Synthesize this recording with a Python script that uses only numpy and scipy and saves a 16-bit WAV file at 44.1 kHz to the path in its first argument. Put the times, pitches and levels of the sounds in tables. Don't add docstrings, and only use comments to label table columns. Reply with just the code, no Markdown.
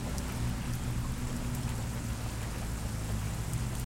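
import sys
import numpy as np
from scipy import signal
from scipy.io import wavfile

SR = 44100
rng = np.random.default_rng(int(sys.argv[2]) if len(sys.argv) > 2 else 0)


def transcribe(signal):
    frames = np.atleast_2d(signal).T
    limited = np.clip(frames, -1, 1)
    pcm = np.round(limited * 32767).astype(np.int16)
    wavfile.write(sys.argv[1], SR, pcm)


N = 176400
TIME = np.arange(N) / SR


def from_db(db):
    return 10 ** (np.asarray(db) / 20)


def rms_one(x):
    return x / np.sqrt(np.mean(x ** 2) + 1e-20)


def in_time(rows):
    times, *columns = np.transpose(rows)
    return [np.interp(TIME, times, column) for column in columns]


def at_hz(spectrum, hz):
    frequencies, levels = np.transpose(spectrum)
    return np.interp(np.log(hz), np.log(frequencies), levels)


def drift(rate_hz):
    step, settle = 40, 2000
    pole = np.exp(-2 * np.pi * rate_hz * step / SR)
    noise = rng.standard_normal(N // step + settle + 2)
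    slow = signal.lfilter([1], [1, -2 * pole, pole * pole], noise)[settle:]
    return np.interp(np.arange(N) / step, np.arange(len(slow)), rms_one(slow))


def ring(force, hz, t60):
    radius, angle = from_db(-60 / (t60 * SR)), 2 * np.pi * hz / SR
    return signal.lfilter([.5, 0, -.5], [1, -2 * radius * np.cos(angle), radius * radius], force + 1e-18)


def high_pass(x, hz):
    return signal.sosfilt(signal.butter(6, min(hz, .45 * SR), "high", fs=SR, output="sos"), x)


def banded_noise(spectrum, flicker_db, flicker_hz):
    out, edges = 0, 16 * 2 ** (np.arange(41) / 4)
    white = rng.standard_normal((3, N + SR))
    for k, (low, high) in enumerate(zip(edges, edges[1:])):
        centre_hz, flicker = np.sqrt(low * high), drift(flicker_hz)
        if spectrum[0][0] < high and low < spectrum[-1][0]:
            band_pass = signal.butter(3, [low, high], "band", fs=SR, output="sos")
            band = signal.sosfilt(band_pass, white[k % 3])[SR:]
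            out = out + band * from_db(at_hz(spectrum, centre_hz) + flicker_db * flicker)
    return rms_one(out)


def drops(spectrum, per_s, size_db, cycles, bunching_db):
    sizes = from_db(size_db * np.minimum(rng.exponential(1, N), 4.5)) * rng.choice([-1, 1], N)
    chance = per_s * from_db(bunching_db * drift(12)) / SR
    impacts = sizes * (rng.random(N) < chance)
    pitches = np.geomspace(spectrum[0][0], spectrum[-1][0], 28)
    pitch_index = rng.integers(0, len(pitches), N)
    gains = from_db(at_hz(spectrum, pitches)) * np.sqrt(pitches)
    return rms_one(sum(gains[k] * ring(impacts * (pitch_index == k), hz, cycles / hz)
                       for k, hz in enumerate(pitches)))


def engine(curve, orders, exhaust_db=None):
    wander_hz, flutter_db, exhaust_order = 0.452, 1.75, 1.5
    firing_hz, db = in_time(curve)
    phase = 2 * np.pi * np.cumsum(firing_hz + wander_hz * drift(2.04)) / SR
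    partials = [(order, db + order_db) for order, order_db in orders]
    if exhaust_db is not None:
        partials.append((exhaust_order, exhaust_db))
    out = 0
    for order, level in partials:
        amplitude = np.sqrt(2) * from_db(level + flutter_db * drift(7.3))
        out = out + amplitude * np.sin(order * phase + rng.uniform(0, 2 * np.pi))
    return out


def road_rumble():
    spectrum = [(16, -12), (26, -1), (37, -3.5), (55, 0), (75, 2), (92, -10.5), (125, 6), (150, -10),
                (195, -3), (260, -9.5), (340, -13.5), (600, -31.5)]
    level = [(0, -38), (.8, -39), (1.6, -40), (2.3, -40.5), (3.1, -40), (3.8, -39.5)]  # t/s, level/dB
    return from_db(in_time(level)[0]) * banded_noise(spectrum, flicker_db=1.5, flicker_hz=2.8)


def distant_engines():
    # t/s, fundamental f/Hz, level/dB
    slowing = [(0, 120.4, -50.5), (.5, 118.4, -43.5), (.85, 117.3, -38.5), (1.25, 115.9, -47),
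               (1.6, 114, -40), (2.3, 111, -40.5), (2.6, 109.4, -43.5), (3.0, 107.9, -37.5),
               (3.4, 106.7, -41.5), (3.8, 105, -50)]
    pulling = [(0, 117, -45), (.4, 122, -47.5), (.8, 124.5, -39), (1.3, 129, -43), (1.65, 131, -37),
               (2.1, 128, -59), (2.55, 125, -46.5), (3.2, 120, -61), (3.55, 122, -33.5), (3.8, 123, -42)]
    deep = [(0, 58, -48), (.17, 58.6, -33.5), (.6, 58.5, -41.5), (1, 57.66, -40.5), (1.5, 56.3, -40.5),
            (2.1, 55.36, -40), (2.28, 55.15, -41), (2.6, 54.96, -38.5), (3.1, 57.65, -36.5),
            (3.5, 58.3, -39), (3.78, 54.86, -37)]
    drone = [(0, 250.9, -46.5), (.7, 248, -47.5), (1.1, 246.8, -50.5), (1.5, 244, -40),
             (1.85, 242.6, -54.5), (2.15, 240.8, -47.5), (2.5, 240.7, -63.5), (3.8, 238, -76)]
    throb = [(0, 25.07, -53), (.7, 24.82, -46.5), (1.45, 24.5, -41.5), (2.1, 26.1, -53.5), (3.0, 25.9, -51),
             (3.8, 26.24, -57.5)]
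    # multiple of the fundamental, relative level/dB
    slowing_orders = [(1, 1), (2, -13)]
    pulling_orders = [(1, -1), (2, -22.5)]
    deep_orders = [(1, -2), (2, -22)]
    throb_orders = [(1, 0.46), (3, -2.2)]
    exhaust = [(0, -51.5), (.6, -48), (1.1, -49), (1.7, -48.5), (2.3, -62), (2.8, -46.5), (3.1, -46.5),
               (3.55, -44), (3.8, -52.5)]
    return (engine(slowing, slowing_orders, exhaust_db=in_time(exhaust)[0])
            + engine(pulling, pulling_orders)
            + engine(deep, deep_orders)
            + engine(drone, [(0.99, 0.0042)])
            + engine(throb, throb_orders))


def tyres():
    spectrum = [(300, 1), (450, -0.5), (600, -1.5), (750, -2), (950, -7.5)]  # f/Hz, relative spectral density/dB
    level = [(0, -64), (.2, -52), (.6, -57.5), (1.15, -62), (1.35, -52), (1.8, -54.5), (2.07, -58),
             (2.5, -51.5), (2.95, -56.5), (3.3, -55.5), (3.8, -56)]
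    return from_db(in_time(level)[0]) * banded_noise(spectrum, flicker_db=1.5, flicker_hz=8)


def far_rain():
    wash_spectrum = [(200, -4), (400, -5), (560, -0.5), (665, -5), (790, -1), (950, 0.8), (1130, -2.5),
                     (1340, -0.5), (1850, -4), (2220, -5.5), (2750, -7), (3600, -10), (5500, -11),
                     (9000, -20), (16000, -33)]
    board_resonances = [(450, 0.5), (1000, 2.5), (2000, -7.5), (3200, -2.5)]  # f/Hz, relative level/dB
    level = [(0, -47.5), (.45, -47), (.75, -48.5), (1.18, -49), (1.45, -48), (1.75, -49), (2.05, -49),
             (2.2, -48.3), (2.5, -48), (2.8, -49), (3.15, -48), (3.5, -48.5), (3.8, -48.5)]
    wash = from_db(0.5) * banded_noise(wash_spectrum, flicker_db=1.02, flicker_hz=6.6)
    patter = from_db(-6.5) * drops(board_resonances, per_s=450, size_db=2.0, cycles=22, bunching_db=2.5)
    return from_db(in_time(level)[0]) * (wash + patter)


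def splashes():
    spray_spectrum = [(2500, -20), (4500, -10), (6200, -3.5), (7700, 2.5), (9000, -0.5), (10500, -4.5),
                      (12000, -5.5), (13500, -12), (16000, -10)]
    tick_spectrum = [(3500, -6), (5500, -1.5), (8000, 5), (10000, -1.5), (13500, -3)]  # f/Hz, relative level/dB
    level = [(0, -53.5), (.25, -51.5), (.6, -53.5), (1.1, -53), (1.6, -51.5), (2.5, -51.5), (3.2, -51.5),
             (3.52, -50), (3.65, -51.5), (3.8, -50)]
    spray = from_db(-1 + 0.51 * drift(18)) * banded_noise(spray_spectrum, flicker_db=1.54, flicker_hz=31)
    ticks = from_db(-4.5) * drops(tick_spectrum, per_s=1400, size_db=3.5, cycles=18, bunching_db=3.0)
    return from_db(in_time(level)[0]) * (spray + ticks)


def flurries():
    clusters = [(.08, -44, -57), (0.299, -58, -49.5), (.48, -67, -52.5), (.89, -49.5, -65),
                (1.3, -48.5, -56), (1.42, -55, -54), (1.71, -49, -54), (1.8, -48.5, -60),
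                (1.97, -48.5, -50), (2.21, -49, -53), (2.32, -65, -58), (2.43, -52, -48.5),
                (2.56, -49.5, -48.5), (2.63, -55.5, -53), (2.85, -52.5, -60.5), (3.1, -50, -58),
                (3.27, -50, -58), (3.74, -51, -54.5)]
    # f/Hz, relative level/dB
    dull_resonances = [(430, 2), (600, 1), (800, -3.5), (1000, -3.5)]
    bright_resonances = [(1100, 1.5), (1700, -0.5), (2600, 0.5), (3100, -7.5)]
    sigma_s = 0.021
    dull = drops(dull_resonances, per_s=1500, size_db=1.5, cycles=18, bunching_db=1)
    bright = drops(bright_resonances, per_s=1500, size_db=2.5, cycles=13.7, bunching_db=1)
    out = np.zeros(N)
    for centre, dull_db, bright_db in clusters:
        swell = np.exp(-.5 * ((TIME - centre) / sigma_s) ** 2)
        out += swell * (from_db(dull_db) * dull + from_db(bright_db) * bright)
    return out


def splats():
    bursts = [(0.742, -48, -50, 0.034), (1.692, -29, -47, 0.013), (2.430, -33, -41, 0.0074),
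              (3.091, -33.5, -50.5, .009), (3.7526, -28, -40.5, 0.0076)]
    tap_modes = [(3100, -6.5, .008), (4260, -8, 0.0054), (7000, 0.5, 0.0021), (10000, -3.5, .001)]  # f/Hz, relative level/dB, T60/s
    spray_spectrum = [(2000, -6), (3000, 3.5), (6000, -4), (9000, 3), (15000, -9)]  # f/Hz, relative spectral density/dB
    impacts, envelope = np.zeros((2, N))
    for onset, tap_db, spray_db, decay_s in bursts:
        impacts[int(onset * SR)] = from_db(tap_db)
        envelope += from_db(spray_db) * (TIME >= onset) * np.exp(-np.abs(TIME - onset) / decay_s)
    taps = sum((-1) ** k * from_db(db) * ring(impacts, hz, t60)
               for k, (hz, db, t60) in enumerate(tap_modes))
    spray = envelope * banded_noise(spray_spectrum, flicker_db=4.0, flicker_hz=30)
    return taps * impacts.max() / np.abs(taps).max() + spray


def drips():
    landings = [(.652, -43.5, 2930, .02), (0.851, -45.5, 2450, .06), (1.041, -39, 1060, 0.08),
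                (1.298, -43, 2990, .025), (1.444, -41.5, 2610, .025), (1.632, -42, 5240, 0.015),
                (1.678, -40.5, 2500, 0.034), (1.703, -42, 3100, .025), (2.100, -42.5, 2900, .02),
                (2.292, -44.5, 2620, .03), (2.382, -45, 2709, .025), (2.408, -43, 2510, .025),
                (3.269, -42.5, 2350, .025)]
    pitch_spread, contact_s = 0.049, 0.0079
    out, t = np.zeros(N + SR), TIME[:SR // 5]
    for onset, db, hz, t60 in landings:
        splat = rng.standard_normal(len(t)) * np.exp(-t / contact_s)
        plink = sum(from_db(-6 * abs(k)) * ring(splat, hz * (1 + pitch_spread * k), t60)
                    for k in (-1, 0, 1))
        start = int(onset * SR)
        out[start:start + len(t)] += from_db(db) * plink / np.abs(plink).max()
    return out[:N]


def close_drops():
    # t/s, tick peak level/dB, tick f/Hz, snap level re tick/dB, snap f/Hz
    landings = [(.0958, -43, 8000, 4, 12000), (0.1826, -22, 5620, -7, 10500),
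                (.2807, -37.5, 7000, 2, 13000), (.3230, -46, 7600, 15, 13500),
                (.4936, -47, 8000, 11, 14300), (0.7363, -29, 5470, -5, 10860),
                (.7536, -39, 10000, 9.5, 11300), (.9076, -46, 8000, 7.5, 14000),
                (0.9962, -49, 7986, 6, 13500), (1.0061, -45, 9500, 6, 12000),
                (1.1204, -37, 9570, -1, 10800), (1.1848, -49, 7950, 11.5, 14200),
                (1.2725, -32.5, 7765, -13, 12500), (1.3658, -28.5, 8140, -13, 12500),
                (1.5497, -28, 7700, -0.5, 12400), (1.5533, -36, 7950, 7, 13520),
                (1.7837, -41, 8000, 0, 11300), (1.95, -46, 8000, 9, 14390), (2.3891, -47, 8000, 6, 14820),
                (2.4175, -34, 7738, -10, 12000), (2.7377, -44, 9480, 6, 12020),
                (3.1214, -43, 9060, 5, 12200), (3.3450, -36.5, 7400, -6, 12000),
                (3.5344, -25, 8500, -4.5, 14070), (3.5360, -28, 8000, -13.5, 13500),
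                (3.7984, -29, 8230, 0, 12000)]
    echo_db, echo_t60_s = -19.5, 0.05
    out, t = np.zeros(N + SR), TIME[:SR // 10]
    impact = (t == 0) * 1.0
    echo_envelope = from_db(echo_db - 60 * t / echo_t60_s)
    for onset, db, tick_hz, snap_db, snap_hz in landings:
        echoes = echo_envelope * rng.standard_normal(len(t)) * (rng.random(len(t)) < .2)
        force = impact + echoes
        tick = high_pass(ring(force, tick_hz, t60=0.0011), hz=4400)
        snap = high_pass(ring(force, snap_hz, t60=0.0014), hz=10000)
        drop = tick / np.abs(tick).max() + from_db(snap_db) * snap / np.abs(snap).max()
        start = int(onset * SR)
        out[start:start + len(t)] += from_db(db) * drop
    return out[:N]


def scene():
    traffic = road_rumble() + distant_engines() + tyres()
    rain = far_rain() + splashes() + flurries() + splats() + drips() + close_drops()
    return (traffic + rain)[None]


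def record(dry):
    end_s, fade_s, cutoff_hz = 3.845, .004, 15950
    gate = np.clip((end_s - TIME) / fade_s, 0, 1)
    low_pass = signal.ellip(12, .1, 80, cutoff_hz, fs=SR, output="sos")
    return signal.sosfilt(low_pass, dry * gate)


dry = scene()
out = record(dry)
transcribe(out)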